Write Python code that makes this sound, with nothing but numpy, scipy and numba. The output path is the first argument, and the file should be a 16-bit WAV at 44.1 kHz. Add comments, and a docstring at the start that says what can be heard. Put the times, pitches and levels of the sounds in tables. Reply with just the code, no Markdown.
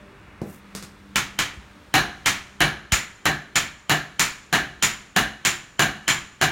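"""A motor hums behind soft room noise, tools knock close by, then two smiths strike a hot blade on an anvil.
Hand hammer and sledge soon alternate; each blow is a contact pulse ringing short, damped modes of steel and floor.
The hard-walled workshop answers with scattered echoes and a decaying tail. Hum is wavering sines, air is filtered
noise, bumps are sinking sines. The microphone is a phone that turns to the anvil; its limiter holds down the blows."""
import sys
import numpy as np
from scipy import signal
from scipy.fft import rfft, irfft
from scipy.io import wavfile
from scipy.ndimage import uniform_filter1d, minimum_filter1d
from numba import njit

SR = 44100
rng = np.random.default_rng(int(sys.argv[2]) if len(sys.argv) > 2 else 0)


def to_wav(sig):
    """Store sig (one row per channel, or 1-D mono) as 16-bit WAV at the path in sys.argv[1].

    Samples outside -1..1 are clipped; the rate is SR.
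    """
    pcm = np.clip(np.atleast_2d(sig), -1, 1) * 32767
    pcm = np.round(pcm).astype(np.int16)
    wavfile.write(sys.argv[1], SR, pcm.T)  # frames by channels


N = 287091
TIME = np.arange(N) / SR
SIZE = 32768  # samples in one blow or knock with its echoes
AGE = np.arange(SIZE) / SR  # seconds since the contact
FREQ = np.fft.rfftfreq(SIZE, 1 / SR)
TOP_HZ = 15900  # upper edge of what the phone passes

# Soft background noise around the phone. Each row: frequency in Hz, relative density in dB per Hz.
AIR_COLOUR = [(25, -21), (60, 1), (100, -5.5), (200, -8), (330, -11), (600, -18), (1200, -12.5),
              (2200, -17), (3500, -23), (4800, -30.5), (6500, -33.5), (9000, -36.5), (11000, -42),
              (15500, -44)]
# Overtones of the motor. Each row: multiple of the hum, relative level in dB, share of the swell it follows.
HUM_OVERTONES = [(2, 1.5, 0.71), (3, -7, 0.39), (4, -6.5, 0.16), (5, -18, 0.66), (6, -9, 0)]
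# Low bumps on the phone. Each row: start in seconds, settled pitch in Hz, level in dB, t60 in seconds.
PHONE_BUMPS = [(1.572, 59, -32, 0.16), (2.9245, 51, -5.5, 0.067)]
# Tools handled close by. Each row: start in seconds, dull thump in relative dB, bright clink in relative dB.
TOOL_KNOCKS = [(0.416, 4, -16.5), (.750, -7, 0.5), (.762, -26, -7), (.825, -16, -5), (1.535, -18, -23),
               (1.591, -27, -35)]
# Spectrum of the dull thump. Each row: frequency in Hz, level in dB.
THUMP_SPECTRUM = [(40, -8), (120, -0.5), (180, 11), (280, 1.5), (450, -0.5), (800, -11.5), (1300, -24),
                  (4000, -48)]
# Spectrum of the bright clink. Each row: frequency in Hz, level in dB.
CLINK_SPECTRUM = [(100, -26), (400, -22), (1100, -10.5), (2500, -15.5), (5000, -12.5), (9000, -15),
                  (15500, -28)]
# Reverberation of the workshop. Each row: band centre in Hz, t60 in seconds, level of the long tail in dB.
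ROOM_BANDS = [(59.7, 0.59, -35), (149, 0.38, -27.5), (400, 0.33, -25), (930, 0.32, -24), (1780, 0.33, -23),
              (3820, 0.29, -25), (6800, 0.23, -26.5), (10500, 0.23, -30.5), (15000, 0.24, -43)]
# Modes a blow rings through the hot steel, the lowest in the floor.
# Each row: frequency in Hz, relative level in dB, t60 in seconds, dB more under the light hammer.
ANVIL_MODES = [(122.8, 6, 0.21, -9), (153, 10.5, 0.24, -9), (194, 3.5, 0.071, -3.5),
               (213.2, 8, 0.54, -10.5), (283, 3.5, 0.12, -5), (354, 6, 0.19, -9.5), (682, -5, 0.089, 0),
               (721, 4, 0.042, -33), (758, 5, 0.052, -32), (1384, -4.5, 0.022, 5.5), (1608, 7, 0.023, -25),
               (1748, 7.5, 0.019, -4), (1730, 10, 0.21, -9), (2274, 1.5, 0.037, 2.5), (2400, -6, 0.05, 3),
               (2916, 1.5, 0.015, -26), (3110, 8.5, 0.053, 7.5), (4015, -2, 0.011, -4),
               (6260, -23, 0.04, -2), (9860, -12, 0.013, -13)]
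# High modes of the anvil's face.
# Each row: frequency in Hz, relative level in dB, t60 in seconds, dB more under the light hammer.
FACE_MODES = [(6990, 0, 0.028, 8.9), (7230, 4, 0.048, 2.7), (7180, -6, 0.053, 13.4)]
# The sledge's blows. Each row: start in seconds, force in dB, hardness of the contact in dB.
SLEDGE_BLOWS = [(1.9400, 0, 2.5), (2.6052, -1.5, -1), (3.2554, -4, -0.5), (3.8957, -3.5, 4.5),
                (4.5277, -2.5, 2), (5.1630, -3.5, 5), (5.7937, -2, 5), (6.4134, -3.5, 4.5)]
# The hand hammer's blows. Each row: start in seconds, force in dB, hardness of the contact in dB.
HAMMER_BLOWS = [(1.1578, -1.5, 0), (1.3892, -2, -3), (2.2592, 1.5, 1), (2.9208, -0.5, 2.5),
                (3.5564, 0.5, -0.5), (4.1948, 1, 3), (4.8251, 0.5, 2), (5.4502, 0.8, 1), (6.0794, 2.5, -3)]
# Spectrum of the sledge's contact. Each row: frequency in Hz, level in dB.
SLEDGE_CONTACT = [(25, -21), (60, 3.5), (100, -12), (135, -3), (215, -3.5), (300, 3.5), (500, -5),
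                  (1000, -0.5), (1500, 2), (2500, -3.5), (4200, -5.5), (4800, -12.5), (6500, -6.5),
                  (7900, -17), (15500, -22)]
# Spectrum of the hand hammer's contact. Each row: frequency in Hz, level in dB.
HAMMER_CONTACT = [(25, -9), (60, -8.5), (100, -2.5), (160, -3), (300, -5.5), (500, -10), (1000, -0.5),
                  (2100, 3), (3500, -2), (4900, -5.5), (6400, -1.5), (7900, -7.5), (11000, -14),
                  (15500, -18)]
# What the sledge drives at middling hardness.
# One row: floor thud, ring of the anvil, ring of its face, first snap of contact, all in dB.
SLEDGE_DRIVES = (1.4, 1.07, -4.5, -2)
# What the hand hammer drives at middling hardness.
# One row: floor thud, ring of the anvil, ring of its face, first snap of contact, all in dB.
HAMMER_DRIVES = (0, -0.8, 0, -12)

SNAP_FADE_DB_PER_S = 2.5  # the snap weakens as the scale is knocked off the steel
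# The phone turns to the anvil; before that the face rings weaker and the air is louder.
TURN_MIDDLE_S, TURN_LENGTH_S = 2.36, 1.0
AWAY_FACE_DB, AWAY_AIR_DB = -10, 4
AIR_DB = -52.5  # once the phone has turned
# The electric motor's hum fades as the phone is carried off, and swells once.
HUM_HZ, HUM_START_DB, HUM_FADE_DB_PER_S = 98.8, -58.5, 1.5
SWELL_START_S, SWELL_ATTACK_S, SWELL_HOLD_S, SWELL_RELEASE_S, SWELL_DB = 0.6, 0.19, 0.4, 0.3, 13.5


def undb(db):
    """Decibels to amplitude gain."""
    return 10 ** (np.asarray(db) / 20)


def along(points, hz):
    """Read (Hz, value) points on a log-frequency axis."""
    point_hz, value = np.transpose(points)
    return np.interp(np.log(hz + 1), np.log(point_hz), value)


def add(track, start_s, sound):
    """Mix a sound in at its start time."""
    first = int(start_s * SR)
    track[first:first + len(sound)] += sound[:N - first]


def walk(rate_hz):
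    """Slow smoothed chance with a spread near 1."""
    step = int(SR / rate_hz)
    stairs = np.repeat(rng.standard_normal(N // step + 1), step)
    smooth = uniform_filter1d(uniform_filter1d(stairs, step), step)
    return np.sqrt(2) * smooth[:N]


def away(time_s):
    """1 while the phone faces away from the anvil, 0 once it has turned."""
    return np.clip(0.5 - (time_s - TURN_MIDDLE_S) / TURN_LENGTH_S, 0, 1)


def causal(db):
    """Minimum-phase spectrum, by folding the cepstrum: the most compact pulse with this colour."""
    cepstrum = irfft(np.log(undb(db)))
    cepstrum[1:SIZE // 2] *= 2
    cepstrum[SIZE // 2 + 1:] = 0
    return np.exp(rfft(cepstrum))


def background(flicker_db=-1.0):
    """Soft noise around the phone, in four bands that each stir on their own."""
    hz = np.fft.rfftfreq(N, 1 / SR)
    air = 0
    for low_hz, high_hz in ((0, 150), (150, 700), (700, 3000), (3000, SR)):
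        colour = undb(along(AIR_COLOUR, hz)) * (hz >= low_hz) * (hz < high_hz)
        band = irfft(rfft(rng.standard_normal(N)) * colour, N)
        air = air + band * undb(flicker_db * walk(5.68))
    return air * undb(AIR_DB + AWAY_AIR_DB * away(TIME)) / np.std(air)


def motor(waver=0.0049, flicker_db=3.5):
    """A wavering hum whose overtones flicker each on their own in the room's standing waves, and swell
    together, each by its own share."""
    phase = 2 * np.pi * np.cumsum(HUM_HZ * (1 + waver * walk(20))) / SR
    corners_s = np.cumsum([SWELL_START_S, SWELL_ATTACK_S, SWELL_HOLD_S, SWELL_RELEASE_S])
    swell_db = SWELL_DB * np.interp(TIME, corners_s, [0, 1, 1, 0])
    fading_db = HUM_START_DB - HUM_FADE_DB_PER_S * TIME
    hum = 0
    for order, order_db, swell_share in HUM_OVERTONES:
        level_db = fading_db + order_db + swell_share * swell_db + flicker_db * walk(10)
        hum = hum + np.sqrt(2) * np.sin(order * phase) * undb(level_db)
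    return hum


def bump(sag=3.9, sag_s=0.0035, rise_s=0.0036):
    """A few low cycles through the phone's body, sinking in pitch as the push relaxes."""
    out = np.zeros(N)
    for start_s, hz, db, t60 in PHONE_BUMPS:
        pitch_hz = hz * (1 + sag * np.exp(-AGE / sag_s))
        phase = 2 * np.pi * np.cumsum(pitch_hz) / SR
        envelope = (1 - np.exp(-AGE / rise_s)) * np.exp(-np.log(1000) * AGE / t60)
        add(out, start_s, undb(db) * np.sin(phase) * envelope)
    return out


def rustle(db=-55, low_hz=5500, grain_db=6.0, clump_db=1.2):
    """A faint gritty scuff around the first thump: high-passed noise of uneven grains that swells and fades."""
    start_s, length_s = 0.405, 0.23
    count = int(length_s * SR)
    grit_db = grain_db * rng.standard_normal(N) + clump_db * walk(300)
    grains = rng.standard_normal(N) * undb(grit_db)
    high_pass = signal.butter(2, low_hz, "high", fs=SR, output="sos")
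    hiss = signal.sosfilt(high_pass, grains[:count])
    out = np.zeros(N)
    add(out, start_s, undb(db) * hiss * np.hanning(count))
    return out


def workshop(scatter, direct_db=-4.5, direct_s=0.001, late_t60=1.0, build_s=0.0052, sparse_s=0.037, sparse=0.69):
    """Room response: a direct burst, single echoes that thicken, a fast decay and a faint long tail."""
    # early on, a higher power of the noise leaves only its peaks standing out as echoes
    echoes = scatter * np.abs(scatter) ** (sparse * np.exp(-AGE / sparse_s))
    spectrum = rfft(echoes)
    tail = 0
    for hz, t60, late_db in ROOM_BANDS:
        band = along([(row[0], row[0] == hz) for row in ROOM_BANDS], FREQ)
        decay = 1000 ** (-AGE / t60) + undb(late_db) * 1000 ** (-AGE / late_t60)
        tail = tail + irfft(spectrum * band) * decay
    tail *= 1 - np.exp(-(AGE / build_s) ** 2)
    # keeping only the phase spreads the burst over milliseconds with almost no colour of its own
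    spread = rng.standard_normal(SIZE) * AGE * np.exp(-AGE / direct_s)
    burst = irfft(np.exp(1j * np.angle(rfft(spread))))
    burst = burst * (AGE < 10 * direct_s)
    return rfft(tail / np.linalg.norm(tail) + undb(direct_db) * burst)


def knocks(db=10):
    """Tools handled near the phone: dull thumps and light clinks, drier than the blows."""
    out = np.zeros(N)
    thump = causal(along(THUMP_SPECTRUM, FREQ))
    clink = causal(along(CLINK_SPECTRUM, FREQ))
    for start_s, thump_db, clink_db in TOOL_KNOCKS:
        dull = undb(thump_db) * thump * workshop(rng.standard_normal(SIZE), direct_db=1)
        bright = undb(clink_db) * clink * workshop(rng.standard_normal(SIZE), direct_db=-2.5)
        add(out, start_s, irfft(dull + bright))
    return undb(db) * out


def snap(low_hz=7000):
    """The first instant of contact: a band-passed impulse, one tiny bright click of peak 1."""
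    band = signal.butter(2, [low_hz, TOP_HZ], "band", fs=SR, output="sos")
    click = signal.sosfilt(band, signal.unit_impulse(SIZE))
    return click / np.abs(click).max()


def mode(hz, t60):
    """Response of one damped resonance, gain 1 at its centre; a shorter ring is a wider peak."""
    width_hz = np.log(1000) / (np.pi * t60)
    damping = 1j * FREQ * width_hz
    return damping / (hz ** 2 - FREQ ** 2 + damping)


def blow(controls, colour, light, thud_hz=400, treble_hz=4500, scatter_db=1.5, detune=0.00082,
         spot_db=0.77, spot_hz=220):
    """One blow: the crack of contact plus modes that shift a little with the spot that is struck."""
    force_db, thud_db, treble_db, ring_db, face_db = controls
    thud_tilt = thud_db / (1 + (FREQ / thud_hz) ** 2)
    treble_tilt = treble_db * FREQ ** 2 / (FREQ ** 2 + treble_hz ** 2)
    # blade, tongs and hammer head add many damped resonances that differ from blow to blow
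    ripple = np.interp(FREQ / spot_hz, np.arange(SIZE), rng.standard_normal(SIZE))
    power = undb(along(colour, FREQ) + thud_tilt + treble_tilt + spot_db * ripple) ** 2
    for modes, drive_db in ((ANVIL_MODES, ring_db), (FACE_MODES, face_db)):
        for hz, db, t60, light_db in modes:
            size, shift = rng.standard_normal(2)
            driven_db = thud_db if hz < thud_hz else drive_db
            gain = undb(db + driven_db + light * light_db + scatter_db * size)
            power = power + np.abs(gain * mode(hz * (1 + detune * shift), t60)) ** 2
    return undb(force_db) * causal(10 * np.log10(power))


def smith(blows, colour, drive, light, db, ring_share, face_share, change=0.61):
    """One smith: harder contact is brighter and rings more; echoes change per blow as the phone moves."""
    out = np.zeros(N)
    scatter = rng.standard_normal(SIZE)
    click = snap()
    thud_db, ring_db, face_db, snap_db = drive
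    for start_s, force_db, hard_db in blows:
        # part of the echo pattern is renewed, the rest carries over
        scatter = np.sqrt(1 - change) * scatter + np.sqrt(change) * rng.standard_normal(SIZE)
        ring_now_db = ring_db + ring_share * hard_db
        face_now_db = face_db + face_share * hard_db + AWAY_FACE_DB * away(start_s)
        controls = force_db, thud_db, hard_db, ring_now_db, face_now_db
        clang = irfft(blow(controls, colour, light) * workshop(scatter))
        snap_now_db = snap_db - SNAP_FADE_DB_PER_S * (start_s - blows[0][0])
        add(out, start_s, undb(db) * clang + undb(snap_now_db) * click)
    return out


def scene():
    """Background, handling and both smiths as they reach the phone, in one channel."""
    surroundings = background() + motor()
    handling = bump() + rustle() + knocks()
    hammer = smith(HAMMER_BLOWS, HAMMER_CONTACT, HAMMER_DRIVES, True, db=19.0, ring_share=0.079, face_share=0.25)
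    sledge = smith(SLEDGE_BLOWS, SLEDGE_CONTACT, SLEDGE_DRIVES, False, db=23.5, ring_share=0.34, face_share=0.9)
    return (surroundings + handling + hammer + sledge)[None]


@njit
def follow(peak, release):
    """Envelope that jumps up at once and sinks slowly."""
    out, level = np.empty(len(peak)), 0.0
    for i in range(len(peak)):
        level = max(peak[i], level * release)
        out[i] = level
    return out


def record(dry, ceiling=0.52, release_s=0.014):
    """The phone: a linear-phase notch, a look-ahead limiter on the peaks, then a steep cut of the top."""
    notch_hz, notch_half_width_hz, notch_depth = 3100, 55, 0.85
    hz = np.fft.rfftfreq(2 * N, 1 / SR)
    notch = 1 - notch_depth / (1 + ((hz - notch_hz) / notch_half_width_hz) ** 2)
    sound = irfft(rfft(dry, 2 * N) * notch)[:, :N]
    # the highest peak within 32 samples either side lets the gain fall ahead of a blow
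    peak = -minimum_filter1d(-np.abs(sound[0]), size=65)
    envelope = follow(peak, np.exp(-1 / (release_s * SR)))
    gain = uniform_filter1d(np.minimum(1, ceiling / (envelope + 1e-9)), size=65)
    top_cut = signal.ellip(10, 0.2, 70, TOP_HZ, fs=SR, output="sos")
    return signal.sosfilt(top_cut, sound * gain)


dry = scene()
out = record(dry)
to_wav(out)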